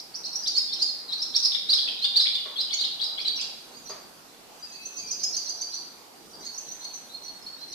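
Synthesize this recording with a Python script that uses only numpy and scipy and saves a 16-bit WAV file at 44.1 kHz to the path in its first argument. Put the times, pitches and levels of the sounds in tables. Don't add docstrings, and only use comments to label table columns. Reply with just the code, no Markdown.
import sys
import numpy as np
from scipy import signal
from scipy.fft import rfft, irfft
from scipy.io import wavfile
from scipy.ndimage import uniform_filter1d

SR = 44100
rng = np.random.default_rng(int(sys.argv[2]) if len(sys.argv) > 2 else 0)


def materialize(psi):
    bounded = np.clip(np.atleast_2d(psi).T, -1, 1)
    quanta = np.round(bounded * 32767).astype(np.int16)
    wavfile.write(sys.argv[1], SR, quanta)


N = 341334


def gain_of(db):
    return 10 ** (np.asarray(db) / 20)


def evened(x):
    return x / np.sqrt(np.mean(x ** 2) + 1e-20)


def read(points, hz):
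    table_hz, value = np.transpose(points)
    return np.interp(np.log(hz + 1), np.log(table_hz + 1), value)


def add(mix, s, sound):
    part = mix[..., max(round(s * SR), 0):][..., :sound.shape[-1]]
    part += sound[..., :part.shape[-1]]


def wander(count, smooth):
    size = max(int(smooth), 2)
    noise = rng.standard_normal(count)
    return evened(uniform_filter1d(uniform_filter1d(noise, size), size))


# frequency in Hz, relative level in dB per Hz.
AIR_SPECTRUM = [(21, -48), (45, -7.5), (109, -15), (185, -1.5), (356, 0), (561, -2.5), (778, 0.5),
                (1030, -3), (2080, -10), (3110, -9.5), (4660, -7), (6470, -11), (8980, -14), (13400, -15.5),
                (14500, -15)]
# frequency in Hz, left-right likeness (0 to 1).
AIR_COHERENCE = [(50, 0.12), (300, 0.6), (1000, 0.15), (4000, 0.014)]
AIR_DB = -50.5


def air():
    frames, hz = N // 256 + 5, np.fft.rfftfreq(1024, 1 / SR)
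    a, b, c, d, patches = rng.standard_normal((frames, 513, 5)).T
    patches = evened(uniform_filter1d(uniform_filter1d(patches, 12, 0), 20, 1))
    swell_db = 0.4 * wander(frames, 60)
    likeness = np.clip(read(AIR_COHERENCE, hz), -1, 1)[:, None]
    left = a + 1j * b
    right = likeness * left + np.sqrt(1 - likeness ** 2) * (c + 1j * d)
    spectra = np.array([left, right])
    spectra *= gain_of(read(AIR_SPECTRUM, hz)[:, None] + 1.58 * patches + swell_db)
    noise = signal.istft(spectra, nperseg=1024, noverlap=768)[1][:, :N]
    return gain_of([[AIR_DB + 0.5], [AIR_DB + 2.5]]) * evened(noise)


# start in seconds, length in seconds, start pitch in Hz, end pitch in Hz, level in dB.
SLIDES = [(0.0, 0.0031, 3680, 5580, -30), (.139, 0.027, 4230, 6140, -32.5), (.235, 0.031, 3740, 6040, -33),
          (.328, 0.012, 5770, 5010, -31), (.353, 0.013, 5300, 5980, -24.5),
          (.418, 0.037, 5050, 4760, -34.5), (.456, 0.025, 3265, 4740, -29),
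          (.471, 0.0056, 5100, 5730, -22.5), (.474, 0.01, 6370, 6620, -36.5),
          (.478, 0.0095, 4490, 4840, -21.5), (.548, 0.031, 4230, 4575, -23),
          (.566, 0.0046, 4840, 7700, -30.5), (.684, 0.042, 3390, 3720, -42.5),
          (.722, 0.012, 3424, 4590, -24.5), (.732, 0.012, 4900, 5670, -26), (.79, .03, 3860, 4420, -31.5),
          (.8, 0.017, 5320, 5400, -30), (.822, 0.0084, 5400, 7380, -34), (.856, 0.01, 5030, 4760, -28),
          (.874, 0.026, 4264, 4266, -32), (1.078, 0.0407, 4300, 3726, -35),
          (1.118, 0.022, 3400, 4596, -26.5), (1.186, 0.039, 4750, 4920, -34.5),
          (1.216, 0.015, 5060, 5555, -24), (1.338, 0.027, 3233, 5500, -23.5),
          (1.36, 0.0091, 5580, 5460, -15.5), (1.428, 0.029, 4680, 5056, -22),
          (1.444, 0.017, 4914, 5580, -17.5), (1.688, .02, 3654, 4800, -18.5), (1.7, 0.017, 4668, 4690, -18),
          (1.79, .008, 4320, 4600, -22.5), (1.856, .031, 3170, 3800, -36),
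          (1.872, 0.0095, 2450, 2630, -32.5), (1.91, 0.014, 4820, 5180, -36.5),
          (1.986, 0.019, 3420, 4090, -33.5), (2.012, 0.036, 3895, 4550, -27),
          (2.04, 0.014, 4550, 4910, -23.5), (2.139, 0.023, 3564, 3754, -26.5),
          (2.157, .016, 3686, 4785, -16), (2.164, 0.017, 4570, 4605, -17), (2.198, 0.026, 4860, 5230, -24),
          (2.252, 0.0091, 1810, 2630, -31.5), (2.328, 0.031, 3875, 4960, -32),
          (2.352, 0.0075, 3360, 3676, -20.5), (2.556, 0.015, 3310, 3360, -34),
          (2.57, 0.015, 4330, 4310, -31), (2.596, 0.024, 4330, 5030, -28.5),
          (2.606, 0.012, 4780, 5300, -32), (2.684, 0.019, 2940, 3100, -41),
          (2.706, 0.0083, 3170, 3570, -30.5), (2.72, 0.022, 4364, 4465, -24.5),
          (2.722, 0.011, 2130, 2290, -41), (2.735, 0.012, 4880, 7100, -29), (2.737, 0.014, 3000, 3200, -39),
          (2.745, 0.013, 6150, 6450, -50), (2.785, 0.014, 4090, 3520, -30), (2.79, .034, 4950, 4360, -30),
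          (2.836, .018, 2842, 4510, -25), (2.846, 0.0068, 5250, 4950, -30.5),
          (2.994, 0.024, 3003, 4110, -31), (3.013, .0064, 4650, 4370, -26), (3.014, 0.024, 4156, 3820, -25),
          (3.03, 0.022, 4320, 5320, -27), (3.178, 0.023, 1990, 2650, -41.5),
          (3.18, 0.041, 3750, 5060, -34.5), (3.208, 0.017, 4940, 5730, -40),
          (3.246, 0.02, 3800, 4200, -27.5), (3.258, .02, 4110, 3794, -23), (3.252, .004, 3030, 3330, -29),
          (3.34, 0.0092, 3550, 3350, -43), (3.355, 0.029, 5850, 5500, -34), (3.374, 0.02, 2800, 2840, -41),
          (3.384, 0.017, 2200, 2760, -41), (3.388, 0.033, 4550, 5350, -31.5),
          (3.408, 0.014, 5860, 6500, -39.5), (3.41, 0.01, 2890, 3780, -34.5),
          (3.411, 0.0046, 6800, 7650, -38), (3.42, 0.018, 5110, 4310, -31),
          (3.898, 0.0085, 5340, 5700, -43), (4.681, .014, 5200, 5800, -57), (4.973, 0.023, 5400, 4370, -40),
          (5.232, 0.014, 4250, 6640, -30), (6.298, 0.028, 5500, 5930, -54), (6.391, .013, 5200, 5800, -52),
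          (6.447, 0.025, 5350, 4580, -45), (6.563, 0.0099, 5200, 5440, -45), (7.595, .027, 5200, 4700, -51),
          (7.718, 0.012, 4930, 5020, -44), (7.731, 0.011, 3900, 4100, -36)]
# start in seconds, length in seconds, held pitch in Hz, level in dB.
HOOKS = [(0.252, 0.038, 4410, -35), (0.572, 0.015, 5120, -18.5), (0.817, 0.015, 4920, -17.5),
         (1.12, 0.01, 5390, -37), (1.223, 0.014, 4200, -30.5), (1.362, 0.0083, 3970, -24.5),
         (1.45, 0.012, 4420, -22.5), (1.519, 0.0036, 3774, -21), (1.547, 0.0067, 3724, -19.5),
         (1.728, 0.0097, 4094, -15), (1.729, 0.017, 5155, -19), (1.78, 0.023, 3550, -28.5),
         (1.885, 0.0045, 3330, -21), (2.042, .014, 3677, -19), (2.195, 0.011, 4038, -15),
         (2.267, 0.0097, 3542, -20.5), (2.579, 0.032, 4054, -25.5), (2.804, 0.015, 4144, -22.5),
         (3.173, 0.0243, 3453, -32), (3.274, .012, 4570, -21.5)]
SLIDE_MIDWAY = 0.55
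HOOK_SCOOP, HOOK_MIDWAY = 0.1675, 0.98


def near_song():
    notes = []
    for s, length, start_hz, end_hz, db in SLIDES:
        middle_hz = start_hz + SLIDE_MIDWAY * (end_hz - start_hz)
        notes.append((s, 1, length, start_hz, middle_hz, end_hz, db))
    for s, length, held_hz, db in HOOKS:
        notes.append((s, 1, length, held_hz * (1 - HOOK_SCOOP), held_hz * HOOK_MIDWAY, held_hz, db))
    return notes


def song():
    return sorted(near_song() + upper_voice() + lower_voice())


SWELL = 1.22


def note(length, start_hz, middle_hz, end_hz, level_db, rasp):
    u = np.arange(round(length * SR)) / (length * SR)
    hz = start_hz * (1 - u) * (1 - 2 * u) + middle_hz * 4 * u * (1 - u) + end_hz * u * (2 * u - 1)
    phase = 2 * np.pi * np.cumsum(hz * (1 + 0.003 * rasp[:len(u)])) / SR
    tone = np.sin(phase) + gain_of(-47.0) * np.sin(2 * phase)
    flutter_db = np.minimum(2.2 * rasp[::-1][:len(u)], 4)
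    envelope = np.sin(np.pi * u ** SWELL) ** 0.6
    return gain_of(level_db + flutter_db) * tone * envelope


def sum_tones(voices, level_db=-27.5, low_hz=7070.0):
    power = uniform_filter1d(voices ** 2, size=200)
    mixed = voices ** 2 / np.sqrt(np.abs(power) + 1e-9)
    high_pass = signal.butter(6, low_hz, "high", fs=SR, output="sos")
    return gain_of(level_db) * signal.sosfilt(high_pass, mixed)


# frequency in Hz, 60 dB decay time in seconds.
HALL_DECAY = [(300, 0.4), (2000, 0.78), (4000, 0.81), (6500, 0.5), (12000, 0.94)]


def hall(x, near_s=0.0094, early_db=6.0, delay_s=0.002):
    taps = np.zeros((2, SR))
    at = np.arange(0, SR - 20, 20) + rng.integers(0, 20, (2, (SR - 1) // 20))
    np.put_along_axis(taps, at, rng.choice([-1., 1.], at.shape), 1)
    hz, t, z = signal.stft(taps, SR, nperseg=256)
    decay_db = -60 * t / read(HALL_DECAY, hz)[:, None] + early_db * np.exp(-t / near_s)
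    tail = signal.istft(z * gain_of(decay_db), SR, nperseg=256)[1]
    tail = np.pad(tail, ((0, 0), (int(delay_s * SR), 0)))
    return signal.fftconvolve(x[None], tail / np.linalg.norm(tail[0]), axes=1)[:, :N]


# left delay in seconds, right delay in seconds, level in dB.
NEAR_ECHOES = [(.0042, .0031, -6), (0.0119, .0098, -11.5)]


def near_echoes(direct):
    echoes = np.zeros_like(direct)
    for *delays, db in NEAR_ECHOES:
        copies = [np.roll(ear, int(delay * SR)) for ear, delay in zip(direct, delays)]
        echoes += gain_of(db) * np.array(copies)
    return echoes


# frequency in Hz, level at the left above the right in dB.
DIRECT_SIDE = [(2500, -3), (3600, 11.5), (4400, -4.5), (5300, -3.5), (6300, -9.5)]
FLICKS_PER_NOTE = 2


def birds(wet_db=3.5, scratch_db=-20.5, grace_db=-16.0):
    direct = np.zeros((2, N))
    sends = np.zeros((4, N))
    rasp, scratch = wander(N, 42), wander(N, 9.64)
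    notes = song()
    chance = rng.uniform(-1.2, 1, (len(notes), FLICKS_PER_NOTE, 3))
    for k, (s, rough, *shape) in enumerate(notes):
        _, _, middle_hz, _, level_db = shape
        at = round(s * SR) // 2
        sound = note(*shape, rough * rasp[at:][:4000])
        sound = sound * (1 + gain_of(scratch_db) * scratch[at:][:len(sound)])
        side_db = read(DIRECT_SIDE, middle_hz)
        add(direct, s, sound * gain_of([[side_db / 2], [-side_db / 2]]))
        add(sends[k % 4], s, sound)
        for shift, pitch, slide in chance[k]:
            hz = np.clip(middle_hz * (1 + 0.2 * pitch), 2900, 6200)
            start_hz, end_hz = hz * (1 - 0.1 * slide), hz * (1 + 0.073 * slide)
            flick = note(0.0118, start_hz, hz, end_hz, level_db + grace_db, rasp[at:][:4000])
            add(sends[(k + 1) % 4], s + 0.035 * shift, flick)
    high = sum_tones(sends.sum(0))
    direct += high
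    sends[0] += high
    direct[1] = np.roll(direct[1], 9)
    reverberant = sum(hall(send) for send in sends)
    wet_gain = gain_of([[wet_db + 0.43], [wet_db + 2.5]])
    return direct + near_echoes(direct) + wet_gain * reverberant


# start in seconds, level in dB.
KNOCKS = [(2.455, -47.5), (3.896, -45)]
# frequency in Hz, relative level in dB per Hz.
KNOCK_COLOUR = [(120, -56), (200, -22.5), (672, -8.5), (815, -19.5), (1090, -10), (1610, -22),
                (2110, -18.5), (3000, -26.5), (3900, -22), (6600, -120)]


def knocks():
    t, out = np.arange(4096) / SR, np.zeros(N)
    colour = gain_of(read(KNOCK_COLOUR, np.fft.rfftfreq(4096, 1 / SR)))
    for s, db in KNOCKS:
        burst = irfft(rfft(rng.standard_normal(4096)) * colour)
        decay = gain_of(db - 60 * t / 0.41)
        attack = np.minimum(t / 0.00043, 1)
        add(out, s, decay * evened(burst) * attack)
    return 1.3 * out + 1.6 * hall(out)


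# flick start in seconds, flick length in seconds, dip pitch in Hz, top pitch in Hz,
# flick level in dB, lead-in level in dB.
UPPER = [(3.756, .04, 6240, 6800, -54, -60), (3.881, .03, 5830, 6650, -42, -49.5),
         (4.585, 0.04, 6030, 6090, -53, -72), (4.716, .03, 6070, 6480, -46, -55),
         (4.85, 0.021, 5920, 6410, -34.5, -52.5), (4.953, 0.049, 5830, 6560, -36, -54),
         (5.108, 0.011, 5710, 6540, -26, -39.5), (5.232, 0.01, 5920, 6820, -27, -41),
         (5.364, 0.0062, 5580, 6550, -26, -35.5), (5.488, 0.012, 5720, 6440, -28, -38.5),
         (5.609, 0.012, 5650, 6360, -29.5, -43), (5.737, .019, 5670, 6150, -31.5, -45),
         (6.442, .032, 5950, 6750, -41.5, -49), (6.576, .012, 5720, 6510, -32, -45),
         (6.709, 0.021, 5840, 6310, -35.5, -45), (6.836, 0.0166, 5980, 6150, -38, -46.5),
         (6.969, 0.016, 5960, 6000, -51, -40), (7.269, .019, 5840, 6000, -54, -44.5),
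         (7.6, 0.017, 5450, 5940, -51, -60), (7.721, 0.013, 5600, 6330, -40.5, -50)]
LEAD_RASP = 1.83
SINK_S, SINK_START, SINK_MIDDLE = 0.045, 1.07, 1.01
FLICK_MIDWAY = 0.561


def upper_voice():
    notes = []
    for s, length, dip, top, db, lead_db in UPPER:
        notes.append((s - SINK_S, LEAD_RASP, SINK_S, SINK_START * dip, SINK_MIDDLE * dip, dip, lead_db))
        notes.append((s, 1, length, dip, dip + FLICK_MIDWAY * (top - dip), top, db))
    return notes


# held start in seconds, held length in seconds, lead-in pitch in Hz, held pitch in Hz,
# held level in dB, lead-in level in dB.
LOWER = [(3.763, 0.017, 4310, 4820, -44.5, -51.5), (3.899, 0.015, 4050, 4710, -35, -46),
         (4.619, 0.043, 4760, 4845, -39, -65), (4.754, 0.014, 4150, 4640, -38.5, -49),
         (4.844, 0.023, 4030, 4350, -48, -50), (4.989, 0.025, 4200, 4710, -34, -50),
         (5.117, .017, 4300, 4980, -30.5, -44), (5.229, 0.022, 4440, 5090, -23, -40.5),
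         (5.368, 0.01, 4215, 4715, -26.5, -38), (5.497, 0.014, 4110, 4766, -29.5, -39),
         (5.619, 0.016, 3980, 4657, -29, -49), (5.759, 0.024, 4130, 4660, -35, -37.5),
         (6.332, 0.025, 4760, 4740, -40, -71), (6.462, 0.021, 4060, 4444, -33, -45.5),
         (6.701, 0.014, 3900, 4320, -49, -52), (6.84, 0.021, 4100, 4370, -34, -45),
         (6.959, 0.016, 3960, 4280, -53, -53), (7.132, .028, 3880, 4246, -38, -47),
         (7.252, 0.055, 4150, 4346, -40, -49), (7.423, .012, 5200, 5310, -41.5, -69),
         (7.46, 0.027, 4040, 4376, -33, -71), (7.608, 0.039, 3800, 4170, -40, -55),
         (7.717, .015, 4000, 4400, -36, -54)]
CLIMB_S, CLIMB_MIDWAY, CLIMB_END = 0.04, 0.239, 1
HELD_START = 0.975


def lower_voice():
    notes = []
    for s, length, low, held, db, lead_db in LOWER:
        climb = held - low
        middle_hz, end_hz = low + CLIMB_MIDWAY * climb, low + CLIMB_END * climb
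        notes.append((s - CLIMB_S, LEAD_RASP, CLIMB_S, low, middle_hz, end_hz, lead_db))
        notes.append((s, 1, length, HELD_START * held, held, held, db))
    return notes


# time in seconds, pitch in Hz, level in dB before the direct and hall gains.
WHISTLE = [(4.629, 2690, -54), (4.72, 2594, -51), (4.88, 2590, -51), (5.001, 2590, -49),
           (5.041, 2365, -57.5), (5.15, 2440, -58.5), (5.4, 2300, -60)]


def whistle():
    s, hz, db = np.transpose(WHISTLE)
    t = np.arange(s[0], s[-1], 1 / SR)
    phase = 2 * np.pi * np.cumsum(np.interp(t, s, hz)) / SR
    tone = np.sin(phase) * signal.windows.tukey(len(t), 0.1)
    waver_db = 4.5 * wander(len(t), 400)
    out = np.zeros(N)
    add(out, s[0], tone * gain_of(np.interp(t, s, db) + waver_db))
    return 0.31 * out + 0.76 * hall(out)


def scene():
    return birds() + whistle() + knocks() + air()


EDGE_HZ = 14580


def record(dry):
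    squared = dry ** 2 - uniform_filter1d(dry ** 2, size=120)
    bent = dry + 0.2 * squared - 0.26 * dry ** 3
    loudness = np.abs(uniform_filter1d(dry ** 2, 300)) ** 0.64
    hz, t, z = signal.stft(rng.standard_normal(dry.shape), SR, nperseg=256)
    patches = rng.standard_normal(z.shape[1:])
    patches = evened(uniform_filter1d(uniform_filter1d(patches, 5, 0), 4, 1))
    z *= gain_of(2.6 * patches) * (hz / (hz + 130.0))[:, None]
    grain = signal.istft(z, SR, nperseg=256)[1][:, :N]
    fizz = gain_of(-23.5) * loudness * grain
    low_pass = signal.firwin(511, EDGE_HZ, window=("kaiser", 9), fs=SR)
    return signal.oaconvolve(bent + fizz, low_pass[None], "same")


dry = scene()
out = record(dry)
materialize(out)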